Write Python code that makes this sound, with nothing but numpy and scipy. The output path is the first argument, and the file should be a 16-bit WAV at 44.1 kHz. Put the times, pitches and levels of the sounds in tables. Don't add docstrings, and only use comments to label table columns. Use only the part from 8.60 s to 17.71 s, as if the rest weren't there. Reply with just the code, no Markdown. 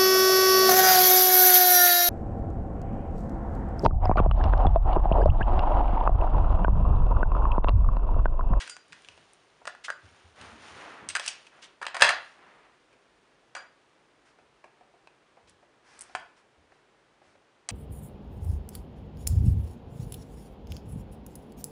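import sys
import numpy as np
from scipy import signal
from scipy.fft import rfft, irfft, next_fast_len
from scipy.io import wavfile
from scipy.ndimage import map_coordinates

SR = 44100
rng = np.random.default_rng(int(sys.argv[2]) if len(sys.argv) > 2 else 0)


def dump(signal):
    limited = np.clip(np.atleast_2d(signal).T, -1, 1)
    pcm = np.round(limited * 32767).astype(np.int16)
    wavfile.write(sys.argv[1], SR, pcm)


N = 401751

# (frequency [Hz], level [dB per Hz])
AIR_SPECTRUM = [(15, -44.5), (28, -26), (42, -12), (54, -11), (75, -18), (141, -9), (191, -13), (370, -5.5),
                (857, -12.5), (1080, -14), (1700, -17.5), (2490, -18.5), (7440, -31.5), (8660, -32),
                (10900, -36.5), (14200, -72.5), (22000, -120)]
AIR_DB = -66
# (frequency [Hz], time to fall 60 dB [s])
ROOM_DECAY = [(80, 0.42), (400, 0.37), (1500, .4), (4000, .35), (10000, 0.13)]
# (frequency [Hz], ...)
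RANGE_BORDERS_HZ = [1100, 2200, 4500]
BLOW_S = .008

# (time [s], length [s], soft brush level [dB], fibre hiss level [dB])
RUBS = [(-.06, 0.21, -53.5, -46), (0.283, 0.65, -67.5, -64), (1.39, 0.51, -62.5, -64.5),
        (1.755, 0.35, -49.5, -56.5), (1.988, .5, -50.5, -54.5), (2.142, 0.51, -46.2, -69),
        (2.679, 0.28, -59.5, -58), (2.91, 0.28, -57.5, -67.5), (3.493, 0.35, -63, -59),
        (3.74, 0.51, -56, -76)]
# (frequency [Hz], level [dB per Hz])
BRUSH_SPECTRUM = [(30, -40), (70, -16), (150, -8), (400, -2), (1100, 1), (1800, -1.5), (3000, -11),
                  (6000, -28.5), (11000, -40)]
# (frequency [Hz], level [dB per Hz])
FIBRE_SPECTRUM = [(300, -22), (1500, -2.5), (3000, 3.5), (5000, -3), (7000, -5.5), (7900, -15.5),
                  (8800, -6.5), (11000, -14.5)]
RUB_LEAN, RUB_ROUND = 0.5, 1.13
FLUTTER_DB, FLUTTER_PER_S = -0.46, 22
BRUSH_DB, BRUSH_FADE_DB_PER_S = -67.5, 0.27
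FIBRE_DB, FIBRE_FADE_DB_PER_S = -68, 1.5
# (time [s], level [dB], hardness [dB per octave])
STEPS = [(.28, -64, 5.5), (.475, -63, 6), (.56, -65, 5), (1.016, -73, 9), (1.42, -56, 2.5),
         (1.631, -57.5, 0), (1.795, -52.5, 4), (1.911, -52, 7), (2.10, -54, 0), (2.2, -65, 0),
         (2.412, -52, 8), (5.79, -70, 5), (6.82, -67, -5.5), (6.869, -66, -4), (7.548, -67.5, 8.5),
         (7.965, -65, -8), (8.65, -66, 9)]
# (frequency [Hz], level [dB per Hz])
THUD_SPECTRUM = [(20, -61), (40, -33), (58, -9), (78, 1.5), (105, -1.5), (135, -14.5), (175, -10.5),
                 (300, -20), (700, -47.5), (3000, -120)]
STEP_RISE_S, STEP_T60_S = 0.025, .42
LANDING_S, LANDING_THUD_DB = 3.4206, -51

# (time [s], level that scales the tag's tones [dB])
JINGLES = [(0.098, -56), (1.303, -66.5), (4.965, -61)]
# (frequency [Hz], relative level [dB], time to fall 60 dB [s])
TAG_TONES = [(1461, -2, .3), (4778, 0, .38), (5350, -9, .1), (6562, -12, .2), (7055, -5, .28),
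             (8470, -11, .18), (8950, -8, .15)]
# (time [s], length [s], level [dB])
SNUFFLES = [(5.649, 0.13, -63.5), (7.238, 0.66, -57.5), (7.761, 0.099, -62.5), (8.129, 0.11, -70),
            (8.623, 0.24, -66.5)]
# (frequency [Hz], level [dB per Hz])
SNOUT_SPECTRUM = [(400, -9), (900, 1.5), (1600, 3.5), (2400, -2), (3800, -8), (5400, -5.5), (6600, -10.5),
                  (8000, -14.5), (9500, -14), (11000, -17)]
# (time [s], peak level before the room [dB], pitch [Hz])
SMACKS = [(0.2824, -49, 8800), (0.7342, -39, 10050), (6.8963, -42.5, 8900), (7.392, -33, 8900),
          (7.4096, -23.5, 8800), (7.4156, -28, 8600), (7.421, -29.5, 9100), (7.4377, -43, 8860),
          (7.600, -47, 9800)]
# (time [s], level [dB], brightness [dB])
CHEWS = [(1.015, -60.5, -3), (4.327, -62, 5), (5.786, -61, 1), (6.041, -51.5, 2), (6.209, -60.5, -3),
         (6.339, -70.5, -8), (6.770, -60, -2), (7.026, -63, -1.5), (7.494, -60, -1), (8.118, -60.5, 2),
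         (8.616, -63, -2.5), (8.752, -65.5, -3)]
# (frequency [Hz], level [dB per Hz])
MOUTH_SPECTRUM = [(60, -40), (250, -3.5), (450, 4.5), (750, 11.5), (1200, -9), (2000, -14.5), (2600, -7),
                  (3300, -28), (5000, -9), (10000, -15)]
# (hollow [dB], knock [dB], clack [dB], edge [dB])
CHEW_BALANCE_DB = (4, 5.5, -8, -17)
# (time [s], length [s], level [dB])
SCRAPES = [(0.0, 0.043, -39), (0.054, 0.095, -55), (1.238, 0.042, -39), (2.495, 0.026, -37),
           (2.616, 0.12, -43), (3.015, 0.073, -48.5), (6.869, 0.062, -60)]
# (frequency [Hz], level [dB per Hz])
GROOVE_SPECTRUM = [(200, -23.5), (800, -9.5), (1600, 2.5), (2700, 6), (4200, 2.5), (5700, -1), (7800, -5.5),
                   (9500, -9), (11000, -14)]

# (time [s], what is struck, level before LIFT_DB [dB], extra thump [dB],
# extra brightness [dB], contact time before SOFTNESS [s], number of rebounds)
KNOCKS = [(0.0028, "board", -44.5, -2.5, 3, .0026, 0), (0.0235, "board", -42.5, -15, -4, .0028, 0),
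          (0.0761, "peg", -44.5, -9, 7, .0013, 0), (0.0957, "claw", -55.5, -4, 1.5, .0019, 0),
          (0.166, "peg", -49, 0, 7.5, .0008, 0), (0.323, "lid", -59, -15, -1, .001, 0),
          (0.3288, "board", -48.5, -13, 1, .001, 0), (0.421, "claw", -71.5, -2, -7, .0006, 0),
          (0.447, "lid", -62.5, -5, -1.5, .0008, 0), (0.4866, "lid", -59.5, 8, 3, .0003, 0),
          (0.5766, "lid", -68.5, 18, -2, .0006, 0), (1.0543, "peg", -44.5, 4, 3, 0.00042, 0),
          (1.0705, "board", -53.5, 13.5, 13.5, .0021, 0), (1.0752, "peg", -33.5, 2.5, 1.5, .001, 0),
          (1.15, "peg", -49.5, 6, -4, .0005, 0), (1.282, "peg", -32.5, -4.5, -18, .0016, 2),
          (1.302, "peg", -29, -0.5, -5, .0006, 0), (1.813, "board", -52, -9, 4.5, .0011, 0),
          (2.4883, "claw", -51, -12, 5, .0012, 0), (2.5513, "peg", -25.5, -6.5, 5, .0024, 0),
          (2.5619, "peg", -29.5, -1, 5.5, .0012, 1), (2.5963, "board", -41, 5, 9, .0009, 0),
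          (2.6619, "claw", -46.5, -5, -5, .001, 0), (2.6765, "lid", -48.5, 0.5, 6.5, .002, 0),
          (2.6797, "claw", -45.5, 3, 2.5, .0009, 0), (2.6859, "lid", -49.5, 0, 2.5, .0013, 0),
          (2.8667, "lid", -62.5, 4, 0.5, .0031, 0), (3.215, "board", -39, 1, -9.5, .0018, 1),
          (3.226, "board", -34, -5, -8.5, .0022, 0), (3.2522, "lid", -52.5, 7.5, -5, .0015, 0),
          (3.2663, "lid", -36.5, 4, -7, .0009, 0), (3.282, "board", -43, -2.5, -4, .0013, 0),
          (3.3446, "board", -38.5, 3, 1.5, .0018, 0), (3.3514, "socket", -35.5, -4.5, -3, .0013, 0),
          (3.3663, "board", -36.5, 4, 1, .0013, 0), (3.3962, "peg", -39.5, -4.5, 1.5, .0008, 0),
          (3.404, "board", -31.5, -0.5, -3.5, .003, 0), (3.41, "board", -28, -2, 0.5, .0017, 0),
          (3.4205, "board", -11, -5.5, 0.5, .001, 0), (3.426, "board", -21, -8, -1, .0012, 0),
          (3.4906, "board", -26.5, -1, 3.5, 0.0015, 0), (4.9505, "board", -41, 0.5, 2.5, .0018, 0),
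          (4.963, "board", -40, -1, -12, .0028, 1), (6.473, "lid", -60, 11, -8, .0005, 0),
          (7.5508, "socket", -32, 0, -2, .0006, 0), (7.5563, "claw", -54.5, 13, -10, .002, 0),
          (9.0888, "claw", -43.5, 9.5, -1.5, .001, 0), (9.1023, "lid", -50, -2.5, -2.5, .0009, 0)]
PIECES = {"peg": (1520, 5.5, -8, -12, -11.5, -11.5), "lid": (2620, 8.5, -4.5, 11.5, 1, -10),
          "board": (1859.5, 3.5, -3, -3.5, -8, -6), "claw": (6198, -1.5, -6, 5.5, 15, -7),
          "socket": (950, 3, 2.5, -4.5, -12.5, -8.5)}
# (frequency [Hz], relative level [dB], time for the free ring to fall 60 dB [s])
BOARD_TONES = [(583, -10.5, .16), (672, -8, 0.11), (712, -5.5, .22), (738, -6.5, 0.42), (907, -7, .18),
               (937, -7, 0.2), (1070, -6, .2), (1170, -7.5, 0.28), (1445, -1.5, 0.19), (1580, -3, .17),
               (1660, -2, 0.16), (1785, -1.5, .17), (1946, -3.5, .18), (2310, -4.5, .18), (2560, -2, 0.21),
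               (2760, -4, .2), (2970, -3, .17), (3275, -3.5, .15), (4068, -7, .12), (4750, -4.5, .17),
               (6160, -8, .09), (8200, -8.5, .07)]
# (frequency [Hz], level [dB per Hz])
CRACK_SPECTRUM = [(30, -48.5), (150, -33.5), (300, -21), (430, -14.5), (560, -1.5), (950, -1.5), (1700, 1),
                  (3000, -8), (5000, -8.5), (7500, -12.5), (9500, -13.5), (11000, -24.5)]
LIFT_DB, SOFTNESS = 0.81, .85
RING_DB, DAMPED_S = -1, .02
FREE_DB = -29
PIECE_WIDTH = .11
FLIGHT_S, REBOUND_LOSS_DB = .0062, 2.5
RATTLE_S, RATTLE_PER_S = .088, 90
RATTLE_DB, RATTLE_FADE_DB_PER_S, RATTLE_DULLS_DB_PER_S = -27.5, 40, 80
RATTLE_SCATTER_DB, RATTLE_PEAK_DB, RATTLE_WET_DB = 3, 6, -8
RATTLE_CONTACT_S = 0.0018
# (hollow [dB], knock [dB], clack [dB], edge [dB])
RATTLE_BALANCE_DB = (-3.5, 0.5, -1.5, -5.5)
# (lowest [Hz], highest [Hz])
RATTLE_HZ = (706, 3500)
TOP_HZ = 11000


def amp(db):
    return 10 ** (np.asarray(db) / 20)


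def unit(x):
    return x / np.sqrt(np.mean(x ** 2) + 1e-20)


def along(points, hz):
    f, v = np.transpose(points)
    return np.interp(np.log(hz + 1), np.log(f + 1), v)


def coloured(x, gain_db):
    size = next_fast_len(len(x) + 4096)
    log_gain = np.log(amp(gain_db(np.fft.rfftfreq(size, 1 / SR))) + 1e-6)
    cepstrum = irfft(log_gain, size)
    cepstrum[1:size // 2] *= 2
    cepstrum[size // 2 + 1:] = 0
    return irfft(rfft(x, size) * np.exp(rfft(cepstrum)), size)[:len(x)]


def noise(spectrum, size, grain_db=0):
    grip = np.repeat(rng.standard_normal(size // 32 + 1), 32)[:size]
    rough = rng.standard_normal(size) * amp(grain_db * grip)
    return unit(coloured(rough, lambda hz: along(spectrum, hz)))


def stroke(length, db, spectrum, grain_db, lean):
    size = int(length * SR)
    swell = np.sin(np.pi * np.linspace(0, 1, size) ** lean) ** 2
    return amp(db) * swell * noise(spectrum, size, grain_db)


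def add(track, s, sound):
    part = track[max(round(s * SR), 0):][:len(sound)]
    part += sound[:len(part)]


def in_room(x, wet_db, build=0.00067):
    hz, t, z = signal.stft(rng.standard_normal(SR // 2), SR, nperseg=256)
    fade = amp(-60 * t / along(ROOM_DECAY, hz)[:, None]) * (1 - np.exp(-t / build))
    tail = signal.istft(z * fade, SR, nperseg=256)[1]
    response = amp(wet_db) * tail / np.linalg.norm(tail)
    response[0] += 1
    return signal.fftconvolve(x, response)


def range_shares(f):
    below = [1 / (1 + (f / edge) ** 8) for edge in RANGE_BORDERS_HZ]
    return np.diff([0 * f] + below + [0 * f + 1], axis=0)


def balanced(x, levels_db):
    power, hz = np.abs(rfft(x)) ** 2, np.fft.rfftfreq(len(x), 1 / SR)
    present_db = 10 * np.log10(range_shares(hz) @ power * 2 / (len(x) * BLOW_S * SR))
    change_db = np.array(levels_db) - present_db
    return coloured(x, lambda f: change_db @ range_shares(f))


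def contact(t, duration, chatter, chatter_db, hard_s=0.00099):
    duration = max(duration, .0001)
    u = t / duration
    push = unit(rng.standard_normal(len(t)) * u * np.exp(-u))
    buzz = unit(rng.standard_normal(len(t)) * amp(-60 * t / max(chatter, .002)))
    snap = unit(signal.unit_impulse(len(t), round(duration * SR)))
    return push + amp(chatter_db) * buzz + min((hard_s / duration) ** 2, 2) * snap


def room_air():
    return amp(AIR_DB) * noise(AIR_SPECTRUM, N)


def rubbing():
    t = np.arange(N) / SR
    brush = amp(BRUSH_DB - BRUSH_FADE_DB_PER_S * t) ** 2
    fibre = amp(FIBRE_DB - FIBRE_FADE_DB_PER_S * t) ** 2
    for s, length, brush_db, fibre_db in RUBS:
        u = np.arange(round(max(-s, 0) * SR), round(length * SR)) / (length * SR)
        knots = rng.standard_normal(round(length * FLUTTER_PER_S) + 4)
        flutter = amp(FLUTTER_DB * map_coordinates(knots, [u * length * FLUTTER_PER_S]))
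        swell = flutter * np.abs(np.sin(np.pi * u ** RUB_LEAN)) ** RUB_ROUND
        add(brush, s, (amp(brush_db) * swell) ** 2)
        add(fibre, s, (amp(fibre_db) * swell) ** 2)
    soft = np.sqrt(brush) * noise(BRUSH_SPECTRUM, N, grain_db=1.5)
    hiss = np.sqrt(fibre) * noise(FIBRE_SPECTRUM, N, grain_db=2.5)
    return soft + hiss


def thuds():
    out, age = np.zeros(N), np.arange(SR // 2) / SR
    fade = amp(-60 * np.maximum(age - STEP_RISE_S, 0) / STEP_T60_S)
    weight = np.minimum(age / STEP_RISE_S, 1) * fade
    landing = (LANDING_S - STEP_RISE_S, LANDING_THUD_DB, 0)
    for s, db, hardness in STEPS + [landing]:
        spectrum = [(hz, level + hardness * np.log2(hz)) for hz, level in THUD_SPECTRUM]
        add(out, s, amp(db) * weight * noise(spectrum, len(age)))
    return out


def collar():
    out, t = np.zeros(N), np.arange(SR // 2) / SR
    for s, db in JINGLES:
        ring = np.zeros(len(t))
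        for hz, level, t60 in TAG_TONES:
            ring += amp(level - 60 * t / t60) * np.sin(2 * np.pi * (hz * t + rng.random()))
        first_swing = 1 + 3 * amp(-60 * t / 0.11)
        add(out, s, in_room(amp(db) * ring * first_swing, wet_db=-1.0))
    return out


def snuffling():
    out = np.zeros(N)
    for s, length, db in SNUFFLES:
        add(out, s, stroke(length, db, SNOUT_SPECTRUM, grain_db=0.5, lean=0.42))
    return out


def lips(width_hz=1600):
    out, t = np.zeros(N), np.arange(SR // 40) / SR
    for s, db, pitch in SMACKS:
        force = contact(t, duration=0.00045, chatter=0.0067, chatter_db=17.5)
        snap = coloured(force, lambda hz: -16 * np.log10(1 + ((hz - pitch) / width_hz) ** 2))
        add(out, s, amp(db) * snap / np.abs(snap).max())
    return in_room(out, wet_db=-12.0)[:N]


def chewing():
    out, t = np.zeros(N), np.arange(SR // 10) / SR
    for s, db, bright_db in CHEWS:
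        levels_db = db + np.array(CHEW_BALANCE_DB) + bright_db * np.array([-1, 0, 1, 1])
        force = contact(t, duration=0.0025, chatter=0.089, chatter_db=0)
        pop = coloured(force, lambda hz: along(MOUTH_SPECTRUM, hz))
        add(out, s, in_room(balanced(pop, levels_db), wet_db=-8.5))
    return out


def scrapes():
    out = np.zeros(N)
    for s, length, db in SCRAPES:
        add(out, s, stroke(length, db, GROOVE_SPECTRUM, grain_db=2.0, lean=.55))
    return in_room(out, wet_db=-10.0)[:N]


def knocks():
    rows = []
    for s, piece, db, thump_db, bright_db, duration, rebounds in KNOCKS:
        pitch, peak_db, hollow_db, clack_db, edge_db, wet_db = PIECES[piece]
        levels_db = db + np.array([hollow_db + thump_db, 0, clack_db + bright_db, edge_db + bright_db])
        for k in range(round(rebounds) + 1):
            rows.append((s + k * FLIGHT_S, levels_db - k * REBOUND_LOSS_DB, duration, pitch, peak_db, wet_db))
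    return rows


def rattle():
    rows = []
    count = round(RATTLE_S * RATTLE_PER_S)
    for k, (late, force, size) in enumerate(rng.uniform(-1, 1, (count, 3))):
        age = (k + 1 + late / 2) / RATTLE_PER_S
        db = RATTLE_DB - RATTLE_FADE_DB_PER_S * age + RATTLE_SCATTER_DB * force
        dulling_db = RATTLE_DULLS_DB_PER_S * age * np.array([-.5, 0, 0.62, 0.98])
        levels_db = db + np.array(RATTLE_BALANCE_DB) - dulling_db
        pitch = RATTLE_HZ[0] * (RATTLE_HZ[1] / RATTLE_HZ[0]) ** ((size + 1) / 2)
        rows.append((LANDING_S + age, levels_db, RATTLE_CONTACT_S, pitch, RATTLE_PEAK_DB, RATTLE_WET_DB))
    return rows


def puzzle():
    out, t = np.zeros(N), np.arange(SR // 3) / SR
    hz, level, t60 = np.transpose(BOARD_TONES)[:, :, None]
    fade = amp(-60 * t / DAMPED_S) + amp(FREE_DB - 60 * t / t60)
    for s, levels_db, duration, pitch, peak_db, wet_db in knocks() + rattle():
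        strength = amp(level + 2 * rng.standard_normal(hz.shape))
        tones = np.sin(2 * np.pi * (hz * t + rng.random(hz.shape)))
        ring = np.sum(strength * fade * tones, axis=0)
        ring *= 1 - np.exp(-t / max(duration, .0002))
        force = contact(t, SOFTNESS * duration, chatter=0.051, chatter_db=-5.5)
        crack = coloured(force, lambda f: along(CRACK_SPECTRUM, f))
        blow = unit(crack) + amp(RING_DB) * unit(ring)
        blow = coloured(blow, lambda f: peak_db / (1 + ((f / pitch - 1) / PIECE_WIDTH) ** 2))
        add(out, s, in_room(amp(LIFT_DB) * balanced(blow, levels_db), wet_db))
    return out


def scene():
    background = room_air() + rubbing() + thuds()
    dog = collar() + snuffling() + lips() + chewing()
    return (background + dog + scrapes() + puzzle())[None]


def record(dry):
    heard = coloured(dry[0], lambda hz: along([(9500, -0.5), (10300, -4.5), (11000, -17.0)], hz))
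    clipped = np.clip(heard, -.68, .68)
    band_limit = signal.ellip(8, .05, 50, TOP_HZ, fs=SR, output="sos")
    return signal.sosfiltfilt(band_limit, clipped)[None]


dry = scene()
out = record(dry)
dump(out)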